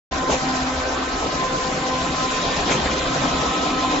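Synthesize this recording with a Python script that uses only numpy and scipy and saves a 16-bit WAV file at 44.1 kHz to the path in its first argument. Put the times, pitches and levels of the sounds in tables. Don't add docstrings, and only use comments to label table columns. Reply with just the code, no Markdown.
import sys
import numpy as np
from scipy import signal
from scipy.fft import rfft, irfft
from scipy.io import wavfile
from scipy.ndimage import uniform_filter1d

SR = 44100
rng = np.random.default_rng(int(sys.argv[2]) if len(sys.argv) > 2 else 0)


def unload_audio(sound):
    columns = np.transpose(np.atleast_2d(sound))
    steps = np.round(np.clip(columns, -1, 1) * 32767)
    wavfile.write(sys.argv[1], SR, steps.astype(np.int16))


N = 176400
T = np.arange(N) / SR
CRANK_HZ, PISTON_HZ, CUTOFF_HZ = 33.21, 257.86, 7600
LEFT_RIGHT = np.array([[1], [-1]])

ENGINE_ORDERS = [(1, -43.5), (4, -45), (5, -46.5)]
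FAN_ORDERS = [(8, -1), (9, 1.5)]
# (time [s], level [dB])
EXHAUST_LEVEL = [(.1, -41.5), (.4, -32), (.85, -38), (1.2, -41), (1.65, -44), (2.0, -39), (2.35, -45.5),
                 (2.75, -37), (2.91, -31.5), (3.05, -39.5), (4, -41.5)]
FAN_LEVEL = [(.1, -39.5), (1.9, -47.5), (2.4, -37.5), (3.0, -39), (3.3, -33.5), (4, -38.5)]
RUMBLE_LEVEL = [(.1, -33.5), (.55, -33.5), (.8, -41.5), (1.15, -37), (1.35, -31), (1.6, -33.5),
                (2.05, -32.5), (2.35, -32.5), (2.55, -32), (2.8, -28.5), (3.0, -33), (3.25, -29.5),
                (3.5, -32.5), (4, -32)]
CLATTER_LEVEL = [(.1, -39.5), (1.7, -42.5), (2.1, -37), (2.5, -33.5), (3.0, -35), (3.5, -34), (4, -32.5)]
# (frequency [Hz], relative density [dB])
RUMBLE_SPECTRUM = [(18, -28.5), (30, -6), (45, -3.5), (66, -1), (85, -12.5), (110, -11), (150, 1.5),
                   (215, -2.5), (300, -3), (420, -5), (900, -33.5)]

# (time [s], level [dB])
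HUM_LEVEL = [(.1, -41), (.36, -39.5), (.47, -28.5), (.68, -29), (.78, -34.5), (1.0, -34), (1.35, -40.5),
             (2.15, -33), (2.7, -44), (3.3, -37), (4, -33)]
SECOND_LEVEL = [(.1, -47), (.3, -30.5), (.55, -49), (.83, -29), (1.15, -52), (1.5, -34.5), (1.92, -33),
                (2.151, -42.5), (2.5, -39), (2.75, -39), (3.05, -32.5), (3.4, -41.5), (4, -37.5)]
THIRD_LEVEL = [(.1, -39), (.27, -34.5), (.7, -37), (1.15, -38.5), (1.6, -38.5), (1.9, -32.5), (2.06, -39),
               (2.2, -31.5), (2.4, -43), (3.1, -38.5), (3.5, -37), (4, -35)]
WHISTLE_LEVEL = [(.1, -32), (.21, -29), (.4, -37.5), (.52, -32.5), (.68, -40), (.92, -34), (1.02, -38.5),
                 (1.3, -35.5), (1.45, -27), (1.62, -28.5), (1.76, -39), (1.95, -29), (2.12, -34.5),
                 (2.26, -29), (2.45, -31), (2.68, -36), (3.1, -34), (3.68, -34.5), (3.82, -27), (4, -27.5)]
FIFTH_LEVEL = [(.1, -41.5), (.6, -39.5), (.95, -40.5), (1.22, -35.5), (1.519, -45), (1.95, -43.5),
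               (2.2, -36), (2.5, -46), (3.15, -37), (3.63, -29.5), (3.85, -36.5), (4, -38.5)]
# (piston rate multiple, level [dB], left phase lead [rad])
WHINE_ORDERS = [(6, -42.5, 0.64), (7, -44, 1.6), (8, -52.5, 1.8), (9, -56, 1.7), (11, -51.5, 0)]

# (frequency [Hz], relative density [dB])
CHURN_SPECTRUM = [(150, -29.5), (280, -1), (400, -3), (480, 0.5), (570, -1), (690, 2), (840, -3.5),
                  (950, -1.5), (1080, 0.5), (1200, -3.5), (1400, -4), (1700, -9), (2000, -9.5),
                  (3000, -20.5), (7500, -34.5)]
SLUMP_SPECTRUM = [(120, -2), (200, -9), (450, -1.5), (900, 7), (1400, -15.5), (2500, -13), (7500, -35.5)]
HISS_SPECTRUM = [(700, 0.5), (1500, 3.5), (2200, 2), (3000, 0.5), (4300, 0.5), (5200, 0.5), (6500, -1.5),
                 (7600, -3)]
# (time [s], level [dB])
CHURN_LEVEL = [(.1, -26.5), (1.1, -27.5), (2.3, -28), (3.3, -26), (4, -26.5)]
HISS_LEVEL = [(.1, -29), (.22, -32.5), (.5, -29.5), (.75, -31), (1.05, -31.5), (1.3, -30.5), (1.75, -30),
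              (2.1, -29.5), (2.5, -28), (3.0, -29.5), (3.3, -28.5), (3.75, -31), (4, -31)]
# (peak time [s], level [dB])
SLUMPS = [(.47, -32.5), (.82, -35.5), (.9, -32), (1.245, -26.5), (1.7, -38), (2.08, -30), (2.48, -26.5),
          (2.58, -33), (2.85, -30.5), (3.26, -26), (3.42, -27.5), (3.65, -29.5), (3.94, -24.5)]
RATTLES = [(2.78, -34.5), (2.865, -30), (2.915, -29), (3.2, -39), (3.79, -34)]

# (gush time [s], gush level [dB], gush rise [s], gush fall [s],
# spray and ring time [s], spray level [dB], ring level [dB], knock level [dB])
STROKES = [(0.311, -23.5, 0.029, 0.05, 0.328, -24.5, -33, -21.5),
           (2.714, -23, 0.059, .08, 2.722, -23.5, -25, -30)]
# (frequency [Hz], relative density [dB])
GUSH_SPECTRUM = [(90, -8.5), (160, -.5), (300, 2), (480, -2.5), (700, 1), (1050, -1), (1500, -11.5),
                 (4000, -18.5)]
SPRAY_SPECTRUM = [(1000, -0.5), (2300, 3), (3500, 4), (5000, -1.5), (6300, 7), (7500, 3)]
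# (frequency [Hz], bandwidth [Hz], relative level [dB])
PANEL_MODES = [(2364, 140, -2.5), (2540, 100, 0.5), (2730, 93, -3.5), (3044, 240, 2.5), (3544, 330, 5),
               (3876, 270, 4), (4143, 140, 0), (7010, 110, -5.5)]
PIPE_MODES = [(1850, 310, 1), (2400, 130, -0.5), (3180, 200, -0.5), (7100, 97, -24.5)]
HOPPER_MODES = [(373, 160, -2), (496, 130, 2.5), (773, 190, -2), (1030, 140, -5.5)]

# (delay [s], gain [dB])
ECHOES = [(.0071, -23.5), (0.0176, -17)]
# (frequency [Hz], left over right [dB])
LEFT_TILT = [(100, 3), (600, 0.1), (1200, 1), (2200, -0.1), (3000, 1.5), (4700, 1.4), (6000, 0),
             (7500, 0.3)]
# (frequency [Hz], side over mid [dB])
WIDTH = [(30, -22.5), (65, -31), (110, -30), (160, -26), (260, -13), (400, -9.5), (650, -5), (900, -2),
         (1350, -1), (1750, 1.9), (2400, -2), (3700, -2), (4700, -1.3), (6000, -2), (7400, -2.5)]


def engine():
    crank = shaft_angle(CRANK_HZ, wander=0.0032)
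    orders = sum(partial(crank, CRANK_HZ, k, db, fade_db=2.0, flutter=0.58) for k, db in ENGINE_ORDERS)
    exhaust = partial(crank, CRANK_HZ, 2, in_time(EXHAUST_LEVEL), fade_db=2.0, flutter=0.5)
    fan = sum(partial(crank, CRANK_HZ, k, db + in_time(FAN_LEVEL), fade_db=4.0, flutter=0.27)
              for k, db in FAN_ORDERS)
    firing = 1 + 0.15 * np.cos(2 * crank)
    rumble = patchy(colour(white() * firing, RUMBLE_SPECTRUM), depth_db=2.0, rate_hz=8.6, bands=9)
    rumble *= from_db(in_time(RUMBLE_LEVEL))
    clatter = steel(grains(per_s=7000, spread_db=0.5) * firing, PANEL_MODES, side=0.44, waver_db=-0.6)
    clatter *= from_db(in_time(CLATTER_LEVEL)) * pan(left_db=1.5)
    return orders + exhaust + fan + rumble + clatter


def hydraulic_pump():
    angle = shaft_angle(PISTON_HZ, wander=0.00077)
    hum = partial(angle, PISTON_HZ, 1, in_time(HUM_LEVEL), fade_db=0.5, flutter=0.13)
    middle = sum(partial(angle, PISTON_HZ, k, in_time(level), fade_db=-0.2, flutter=0.25)
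                 for k, level in enumerate([SECOND_LEVEL, THIRD_LEVEL, WHISTLE_LEVEL, FIFTH_LEVEL], 2))
    upper = sum(partial(angle, PISTON_HZ, k, db, fade_db=1.7, flutter=0.61, lead_rad=lead_rad)
                for k, db, lead_rad in WHINE_ORDERS)
    return hum + middle + upper


def drum():
    churn = colour(grains(per_s=7000, spread_db=3.0), CHURN_SPECTRUM)
    churn = patchy(churn, depth_db=4.0, rate_hz=36, bands=17) * from_db(in_time(CHURN_LEVEL))
    sand = white() + 0.53 * grains(per_s=1500, spread_db=0.5)
    hiss = patchy(colour(sand, HISS_SPECTRUM), depth_db=3.5, rate_hz=22, bands=17)
    slumps = colour(grains(per_s=2500, spread_db=1.5), SLUMP_SPECTRUM)
    slumps *= sum(from_db(db) * swell(peak_s, rise_s=0.044, fall_s=0.052) for peak_s, db in SLUMPS)
    hiss *= from_db(in_time(HISS_LEVEL) + 0.5 * drift(30))
    return churn + slumps + hiss


def stroke_changes():
    gush_env = spray_env = knock_env = 0
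    pipe_env = sum(from_db(db) * swell(peak_s, rise_s=0.0098, fall_s=0.023) for peak_s, db in RATTLES)
    for gush_s, gush_db, rise_s, fall_s, spray_s, spray_db, ring_db, knock_db in STROKES:
        gush_env += from_db(gush_db) * swell(gush_s, rise_s, fall_s)
        knock_env += from_db(knock_db) * burst(gush_s + 0.0054, length_s=0.056)
        spray_env += from_db(spray_db) * swell(spray_s, rise_s=0.02, fall_s=0.039)
        pipe_env += from_db(ring_db) * swell(spray_s, rise_s=0.042, fall_s=0.048)
    pipe = steel(grains(per_s=8500, spread_db=6.0), PIPE_MODES, side=0.23, waver_db=3.5)
    hopper = steel(white(), HOPPER_MODES, side=0.39, waver_db=1)
    gush = colour(white(), GUSH_SPECTRUM)
    spray = colour(grains(per_s=11000, spread_db=-4.0), SPRAY_SPECTRUM)
    return knock_env * hopper + gush_env * gush + spray_env * spray + pipe_env * pipe


def yard(x, sway_s=0.00013):
    out = x
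    for delay_s, db in ECHOES:
        emitted_s = T - delay_s - sway_s * drift(1.0)
        out = out + from_db(db) * np.array([np.interp(emitted_s, T, channel) for channel in x])
    return out


def shaft_angle(hz, wander):
    return 2 * np.pi * np.cumsum(hz * (1 + wander * drift(4.16))) / SR


def partial(angle, base_hz, order, db, fade_db, flutter, lead_rad=0):
    apart_rad = lead_rad / 2 + 0.63 * width_rad(order * base_hz) * drift(9.2)
    amplitude = 1 + flutter * (drift(22) + 1j * drift(28))
    phase = order * angle + rng.uniform(0, 2 * np.pi) + apart_rad * LEFT_RIGHT
    wave = (amplitude * np.exp(1j * phase)).real
    return from_db(db) * unit_rms(wave * from_db(fade_db * drift(2.95)))


def steel(drive, modes, side, waver_db):
    out = 0
    for k, (hz, width_hz, db) in enumerate(modes):
        radius = np.exp(-np.pi * width_hz / SR)
        feedback = [1, -2 * radius * np.cos(2 * np.pi * hz / SR), radius * radius]
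        ring = unit_rms(signal.lfilter([1, 0, -1], feedback, drive))
        out += (-1) ** k * from_db(db + waver_db * drift(11)) * ring
    return unit_rms(out[0] + side * out[1] * LEFT_RIGHT)


def grains(per_s, spread_db):
    sizes = from_db(spread_db * np.minimum(rng.exponential(1, (2, N)), 3)) * np.sign(white())
    return unit_rms(sizes * (rng.random((2, N)) < per_s / SR))


def colour(drive, spectrum):
    hz = np.arange(N // 2 + 1) * SR / N
    gain = from_db(at_hz(spectrum, hz)) * (hz < CUTOFF_HZ) * (hz > 10)
    width = width_rad(hz)
    tilt = from_db(at_hz(LEFT_TILT, hz) / 2)
    mid, side = rfft(drive) * gain * np.array([np.cos(width), np.sin(width)])
    return unit_rms(irfft([(mid + side) * tilt, (mid - side) / tilt], N))


def patchy(x, depth_db, rate_hz, bands):
    spectrum, out = rfft(x), 0
    hz = np.arange(N // 2 + 1) * SR / N
    position = np.interp(np.log(hz + 1), np.log([100, CUTOFF_HZ]), [0, bands - 1])
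    for k in range(bands):
        band = irfft(spectrum * np.maximum(1 - abs(position - k), 0), N)
        out += band * from_db(depth_db * np.tanh(drift(rate_hz)))
    return unit_rms(out)


def drift(rate_hz):
    step, settle = 40, 2000
    pole = np.exp(-2 * np.pi * step * rate_hz / SR)
    noise = rng.standard_normal(N // step + settle + 2)
    slow = signal.lfilter([1], [1, -2 * pole, pole * pole], noise)[settle:]
    return np.interp(np.arange(N) / step, np.arange(len(slow)), unit_rms(slow))


def swell(peak_s, rise_s, fall_s):
    return np.exp(-(np.minimum(T - peak_s, 0) / rise_s) ** 2 - np.maximum(T - peak_s, 0) / fall_s)


def burst(centre_s, length_s):
    return 1 / (1 + (2 * (T - centre_s) / length_s) ** 10)


def white():
    return rng.standard_normal((2, N))


def width_rad(hz):
    return np.arctan(from_db(at_hz(WIDTH, hz)))


def pan(left_db):
    return from_db(left_db / 2 * LEFT_RIGHT)


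def in_time(rows):
    return np.interp(T, *np.transpose(rows))


def at_hz(rows, hz):
    knots_hz, db = np.transpose(rows)
    return np.interp(np.log(hz + 1e-3), np.log(knots_hz), db)


def from_db(db):
    return 10 ** (np.asarray(db) / 20)


def unit_rms(x):
    return x / np.sqrt(np.mean(x ** 2) + 1e-20)


def suppressor(x, slope=0.94, max_cut_db=8.5, makeup_db=0.69):
    frames = signal.stft(x, nperseg=1024, noverlap=768)[2]
    power = np.mean(abs(frames) ** 2, axis=0)
    near = uniform_filter1d(uniform_filter1d(power, size=3, axis=0), size=7, axis=1)
    around = uniform_filter1d(uniform_filter1d(power, size=15, axis=0), size=31, axis=1)
    contrast_db = 10 * np.log10(np.maximum(near, 1e-14) / np.maximum(around, 1e-14))
    gain = from_db(makeup_db + np.clip(slope * contrast_db, -max_cut_db, 0))
    return signal.istft(frames * gain, nperseg=1024, noverlap=768)[1][:, :N]


def scene():
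    return engine() + (hydraulic_pump() + yard(drum() + stroke_changes())) * pan(left_db=-0.05)


def record(dry):
    start_s, fade_s = 0.11, 0.015
    opened = suppressor(dry) * np.clip((T - start_s) / fade_s, 0, 1)
    return signal.sosfilt(signal.ellip(14, .1, 90, CUTOFF_HZ, fs=SR, output="sos"), opened)


dry = scene()
out = record(dry)
unload_audio(out)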